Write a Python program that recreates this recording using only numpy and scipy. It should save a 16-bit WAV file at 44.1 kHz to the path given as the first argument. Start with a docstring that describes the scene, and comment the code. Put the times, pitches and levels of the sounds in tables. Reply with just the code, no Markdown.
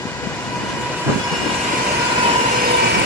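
"""Open dry country, a two-port microphone 15 m from the rails, a freight train passing left to right.
Diesel-electric locomotives lead: five bogies with whining traction gears and roaring wheels, and two
engines with throbbing exhausts and turbo whistles; they swell as they pass and their tones sag in pitch.
Machine tones flare and flanges scrape close by, wagons hiss far up the line, wind buffets the ports."""
import sys
import numpy as np
from scipy import signal
from scipy.fft import rfft, irfft
from scipy.io import wavfile
from scipy.ndimage import map_coordinates

SR = 44100
rng = np.random.default_rng(int(sys.argv[2]) if len(sys.argv) > 2 else 0)


def store_wav(level_fs):
    """Save 16-bit WAV to argv[1]."""
    pcm = np.round(np.clip(np.atleast_2d(level_fs), -1, 1) * 32767)
    wavfile.write(sys.argv[1], SR, pcm.T.astype(np.int16))


N = 134505
TIME = np.arange(N) / SR
SPEED_M_S, TRACK_M = 18, 15  # train speed, microphone to rails
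AIM_RAD, PORTS_MS = 0.56, 0.52  # microphone aim away from the track, travel time between its ports

# bogies: abeam t/s, gear f/Hz, whine level/dB, wheel level/dB
BOGIES = [(1.9, 464, -2.5, -1), (2.7, 463.5, 1, 0), (3.1, 477.5, -1.5, -1.5), (3.95, 477, -2, 1.5),
          (4.6, 476, -8.5, 1)]
# partials of the gear whine: multiple, level/dB
GEAR_PARTIALS = [(1, -11), (2, -2), (3, -13.5), (4, -13), (5, -10.5), (6, -9), (7, -21)]
# the strong second partial, on top of its swell with distance: t/s, level/dB
SECOND_PARTIAL = [(0, -10), (.2, -5.5), (.44, -3.5), (.51, 2.5), (.62, 3), (.69, -2.5), (.93, 0), (1.3, -1),
                  (1.58, -2.5), (1.75, -.5), (1.93, -1), (2.02, 5), (2.15, 4.5), (2.26, 6), (2.47, 7),
                  (2.55, 3), (2.68, 2.5), (2.75, 6), (2.85, 4.5), (2.92, 2), (3.05, 3)]

def gears(level_db=-26, wander=0.002011):
    """Each bogie's traction gears whine on a row of partials; the high ones fade faster with distance."""
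    out = 0
    second_swell = undb(np.interp(TIME, *np.array(SECOND_PARTIAL).T))
    for when, hz, db, _ in BOGIES:
        near, doppler, lag = passing(when)
        pitch = hz * doppler * (1 + wander * walk(3.9))
        for k, partial_db in GEAR_PARTIALS:
            fall = 1 + 0.11 * max(k - 2, 0)
            gain = near ** fall * undb(level_db + db + partial_db) * (second_swell if k == 2 else 1)
            out = out + gain * tone(k * pitch, lag, flutter=0.28, rough=0.26)
    return out


# spectra of the wheel and rail roar, and of the hiss heard from abeam: f/Hz, level/dB
ROAR = [(25, -30), (60, -10), (120, -2.5), (330, -0.5), (470, -2), (600, -2), (780, -5), (1020, -1),
        (1220, -13), (1500, -5), (1730, -11), (1930, -2.5), (2150, -7.5), (2450, -8.5), (2700, -46),
        (2920, -7), (3200, -12), (5000, -10.5), (8000, -25), (13000, -87)]
HISS = [(200, -23), (1000, 4), (1900, -2), (2450, 4), (2950, 2.5), (3200, -5.5), (4300, -4), (6000, -6),
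        (7400, -5), (8300, -10.5), (10000, -14.5), (12000, -24.5), (14000, -45)]
# paths to the microphone, straight and scattered by the ground: f/Hz, level/dB
DIRECT_PATH = [(1400, 0), (2600, -2), (4000, -6.5), (7000, -8)]
GROUND_PATH = [(1500, -4), (2600, -1.5), (4000, 0), (7000, 0)]

def wheels(roar_db=-26.5, hiss_db=-27, shimmer_db=2):
    """Wheels roar on the rails; their hiss carries mostly sideways, so it rises late at the microphone."""
    direct, hiss_power = 0, 0
    for when, _, _, db in BOGIES:
        near, _, lag = passing(when)
        hiss_gain = undb(hiss_db + db) * near ** 2.01
        roar = undb(roar_db + db + shimmer_db * walk(8.2)) * near * noise(ROAR)
        hiss = hiss_gain * undb(shimmer_db * walk(27)) * noise(HISS)
        direct = direct + ports(colour(roar + hiss, DIRECT_PATH), lag)
        hiss_power = hiss_power + hiss_gain ** 2
    # the ground scatters the treble: half ringing steel, half plain hiss
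    treble = [np.sqrt(0.5) * (unit(colour(rings, HISS)) + noise(HISS)) for rings in ringing_steel()]
    scattered = np.array([colour(port, GROUND_PATH) for port in treble])
    flicker = undb(0.7 * walk(15))
    return direct + np.sqrt(hiss_power) * flicker * scattered


def ringing_steel(count=2400, low_hz=1401, high_hz=10997, decay_s=0.011, spread_db=2):
    """A dense patter of briefly ringing steel parts, each with its own phase at either port."""
    n = SR // 10
    age = np.arange(n) / SR
    fade = age * np.exp(-age / decay_s)
    out = np.zeros((2, N + 2 * n))
    for (when, pitch, *turns), size in zip(rng.random((count, 4)), rng.standard_normal(count)):
        start = int(when * (N + n))
        hz = low_hz + pitch * (high_hz - low_hz)
        ring = np.sin(2 * np.pi * (hz * age + np.array(turns)[:, None]))
        out[:, start:start + n] += undb(spread_db * min(size, 2)) * fade * ring
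    return out[:, n:n + N]


# engines: abeam t/s, firing f/Hz, exhaust level/dB, turbo f/Hz, turbo level/dB
ENGINES = [(2.6, 119, 0.5, 2520, 1), (3.85, 121, -4.5, 2440, 0)]
# cylinders in firing order: level/dB
CYLINDERS = [9.5, -20, 1, 1.5, 4.5, -19, 4, 3]
# spectrum of the exhaust: f/Hz, level/dB
EXHAUST = [(25, -27), (45, -18), (60, 1), (85, -5), (125, 1.5), (200, 0.5), (350, 2), (600, -6.5),
           (1200, -10), (4000, -56)]
# whistles of turbo and blower: ratio to turbo pitch, level/dB
WHISTLES = [(.615, -34.5), (1, -39.5), (2, -41)]

def engines(exhaust_db=-31.5, uneven_db=3.5):
    """Uneven firings puff through the stack; turbo and blower whistle above."""
    out = 0
    for when, hz, db, turbo_hz, turbo_db in ENGINES:
        near, doppler, lag = passing(when)
        firings = np.flatnonzero(np.diff(np.floor(np.cumsum(hz * doppler) / SR)))
        scatter_db = uneven_db * rng.standard_normal(N)[:len(firings)]
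        pulses = np.zeros(N)
        pulses[firings] = undb(np.resize(CYLINDERS, len(firings)) + scatter_db)
        exhaust = unit(unit(colour(pulses, EXHAUST)) + 0.5 * noise(EXHAUST))
        out = out + ports(undb(exhaust_db + db) * near ** 0.83 * exhaust, lag)
        for ratio, whistle_db in WHISTLES:
            whistle = tone(ratio * turbo_hz * doppler, lag, flutter=0.65, rough=0.96)
            out = out + near ** 1.3 * undb(turbo_db + whistle_db) * whistle
    return out


# brief machine tones: start t/s, length/s, f/Hz, level/dB, glide/(Hz/s), roughness
BRIEF_TONES = [(1.18, 0.084, 3380, -39, -100, .2), (1.051, 0.57, 1636, -38.5, -20, 0.43),
               (1.2, 0.29, 5300, -41.5, -100, .7), (1.27, 0.25, 2870, -33, -100, 0.54),
               (1.83, 0.12, 595, -31, -25, 0.44), (1.996, 0.32, 1444, -30, -40, 0.15),
               (2.15, 0.18, 2592, -29, -70.5, 0.2), (2.24, 0.2, 3000, -34.5, -200, 0.34),
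               (2.45, 0.16, 2805, -34, -130, 0.28), (2.492, 0.23, 5125, -39.5, -120, 0.44),
               (2.52, 0.296, 494, -26, -25, 0.14), (2.76, 0.28, 2322, -26.5, -85.5, 0.069),
               (2.779, 0.28, 2532, -29, -80, 0.15), (2.76, 0.25, 2905, -32.5, -90, .25)]

def brief_tones(edge_s=0.014):
    """Gear whine, turbo whistle and other machine tones flare up briefly as the locomotives draw level."""
    out = 0
    _, _, lag = passing(BOGIES[1][0])
    for start, length, hz, db, glide, rough in BRIEF_TONES:
        age = TIME - start
        swell = np.clip(age / edge_s, 0, 1) * np.clip((length - age) / edge_s, 0, 1)
        out = out + undb(db) * swell * tone(hz + glide * age, lag, flutter=0.24, rough=rough)
    return out


# flange scrapes: peak t/s, width/s, centre f/Hz, level/dB, left minus right/dB
SCRAPES = [(0.816, 0.028, 7000, -41, 2), (1.557, .025, 7500, -34, 6), (2.65, .012, 9500, -38, 7),
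           (2.716, 0.025, 9200, -33, 2), (2.77, .01, 9300, -33, 5), (2.908, 0.022, 9200, -38, 7),
           (2.997, .014, 8700, -32, 8)]

def flanges(band_ratio=1.5):
    """Wheel flanges scrape the rail in short bright bursts."""
    out = 0
    for when, width, hz, db, pan_db in SCRAPES:
        band = [(hz / band_ratio ** 2, -60), (hz / band_ratio, -25), (hz, 0), (hz * band_ratio, -25)]
        out = out + burst(when, width, db, pan_db) * noise_pair(band)
    return out


# spectrum of the distant wagons: f/Hz, level/dB
WAGON_RUSH = [(25, -26), (45, -12), (62, -0.5), (90, -4), (140, 7), (250, 1.5), (400, -10), (600, -11),
              (800, -21), (1000, -29), (1200, -16), (1550, -4.5), (2400, -21), (2750, -21), (3200, -24.5),
              (5000, -15.5), (7300, -15), (8500, -44), (12500, -62)]
# port balance for sound from far up the line: f/Hz, left minus right/dB
FAR_BALANCE = [(100, 8), (700, 9), (1200, -13.5), (2200, -8), (2800, 7), (3300, 28), (4500, 19), (6000, -5),
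               (8000, 22), (12000, -17)]

def wagons(level_db=-33, spread=0.88):
    """The long train behind rushes steadily from far up the line."""
    _, _, lag = passing(when=6.2)
    rush = ports(noise(WAGON_RUSH), lag) + spread * noise_pair(WAGON_RUSH)
    return undb(level_db) * unit(shade(rush, FAR_BALANCE))


# buffets on the ports: peak t/s, width/s, level/dB, left minus right/dB
BUFFETS = [(0.082, 0.028, -40.5, 16), (0.252, 0.053, -35, 10), (0.474, 0.27, -39.5, 8),
           (0.728, 0.28, -32, -7), (1.096, 0.042, -14, 2), (1.172, 0.054, -22, -6), (1.333, 0.027, -23, 4),
           (1.456, 0.11, -27.5, 8), (2.86, 0.059, -29, -11), (2.987, 0.061, -24.5, -10)]
# spectrum of a buffet: f/Hz, level/dB
WIND_RUMBLE = [(30, -16), (80, -4.5), (130, 3), (320, 3.5), (470, -3), (700, -9.5), (1500, -13.5),
               (5000, -64)]
# thumps of air: peak t/s, f/Hz, level/dB, left minus right/dB, width/s
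THUMPS = [(0.056, 230, -23.5, 16, 0.0048), (0.273, 206, -18.5, 14, 0.0039), (0.638, 286, -17.5, 10, 0.0035),
          (1.089, 267, -14, 1, 0.0088), (1.162, 210, -14.5, -11, 0.0065), (1.466, 315, -15, 13, 0.0053),
          (1.74, 308, -19.5, 12, 0.0071)]

def wind():
    """Eddies buffet each microphone port separately; the smallest give a single low thump."""
    out = sum(burst(*row) for row in BUFFETS) * noise_pair(WIND_RUMBLE)
    for when, hz, db, pan_db, width in THUMPS:
        out += burst(when, width, db, pan_db) * np.cos(2 * np.pi * hz * (TIME - when))
    return out


def passing(when):
    """Nearness (1 abeam), Doppler factor and left port's lag in samples for a point abeam at when."""
    ahead_m = SPEED_M_S * (when - TIME)
    distance_m = np.hypot(ahead_m, TRACK_M)
    doppler = 1 / (1 - SPEED_M_S * ahead_m / distance_m / 343)
    lag = PORTS_MS * SR / 1000 * np.sin(np.arctan2(TRACK_M, ahead_m) - AIM_RAD)
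    return TRACK_M / distance_m, doppler, lag


def ports(x, lag):
    """One sound reaching the two ports at different times."""
    return np.array([map_coordinates(x, [np.arange(N) + side * lag / 2], order=3, mode="mirror")
                     for side in (-1, 1)])


def shade(pair, balance):
    """The recorder's body favours one port, by frequency."""
    return np.array([colour(x, [(hz, side * db / 2) for hz, db in balance])
                     for x, side in zip(pair, (1, -1))])


def tone(hz, lag, flutter, rough):
    """A partial that flutters slowly and has a rough skirt of its own at each port."""
    body = 1 + flutter * (walk(12.5) + 1j * walk(2.1))
    skirt = rough * np.array([walk(43) + 1j * walk(28) for _ in range(2)])
    phase = 2 * np.pi * (np.cumsum(hz) + np.array([[-.5], [.5]]) * lag * hz) / SR
    return unit(np.real((body + skirt) * np.exp(1j * phase)))


def burst(when, width, db, pan_db):
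    """A bell-shaped swell at the two ports."""
    return undb(db + np.array([[.5], [-.5]]) * pan_db) * np.exp(-2 * ((TIME - when) / width) ** 2)


def walk(rate):
    """Smooth random drift of spread 1 that changes about rate times a second."""
    hz = np.arange(1025) / 4
    drift = unit(irfft(rfft(rng.standard_normal(2048)) / (1 + (hz / rate) ** 2)))
    return np.interp(TIME, np.arange(2048) / 512, drift)


def colour(x, points):
    """Filter by (f/Hz, level/dB) points joined on a log-frequency axis."""
    hz, db = np.array(points, float).T
    f = np.maximum(np.arange(N // 2 + 1) * SR / N, 1)
    return irfft(rfft(x) * undb(np.interp(np.log(f), np.log(np.sort(hz)), db)), N)


def noise(points):
    """Coloured noise of rms 1."""
    return unit(colour(rng.standard_normal(N), points))


def noise_pair(points):
    """Separate noise at each port."""
    return np.array([noise(points), noise(points)])


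def undb(db):
    """Decibels to gain."""
    return 10 ** (np.asarray(db) / 20)


def unit(x):
    """Scale to rms 1."""
    return x / np.sqrt(np.mean(x ** 2))


# port balance for sound from close by: f/Hz, left minus right/dB
NEAR_BALANCE = [(100, -3), (600, 2.5), (1000, 0.5), (2400, -1), (3500, 5.5), (5000, 1.5), (7500, 4),
                (10000, 5.5), (12500, 13)]

def scene():
    """Locomotives close by, wagons far up the line, wind at the microphone."""
    locomotives = shade(gears() + wheels() + engines() + brief_tones(), NEAR_BALANCE)
    return locomotives + flanges() + wagons() + wind()


def record(dry):
    """The recorder cuts the top above 13.3 kHz."""
    return signal.sosfilt(signal.ellip(8, .2, 70, 13300, fs=SR, output="sos"), dry)


dry = scene()
out = record(dry)
store_wav(out)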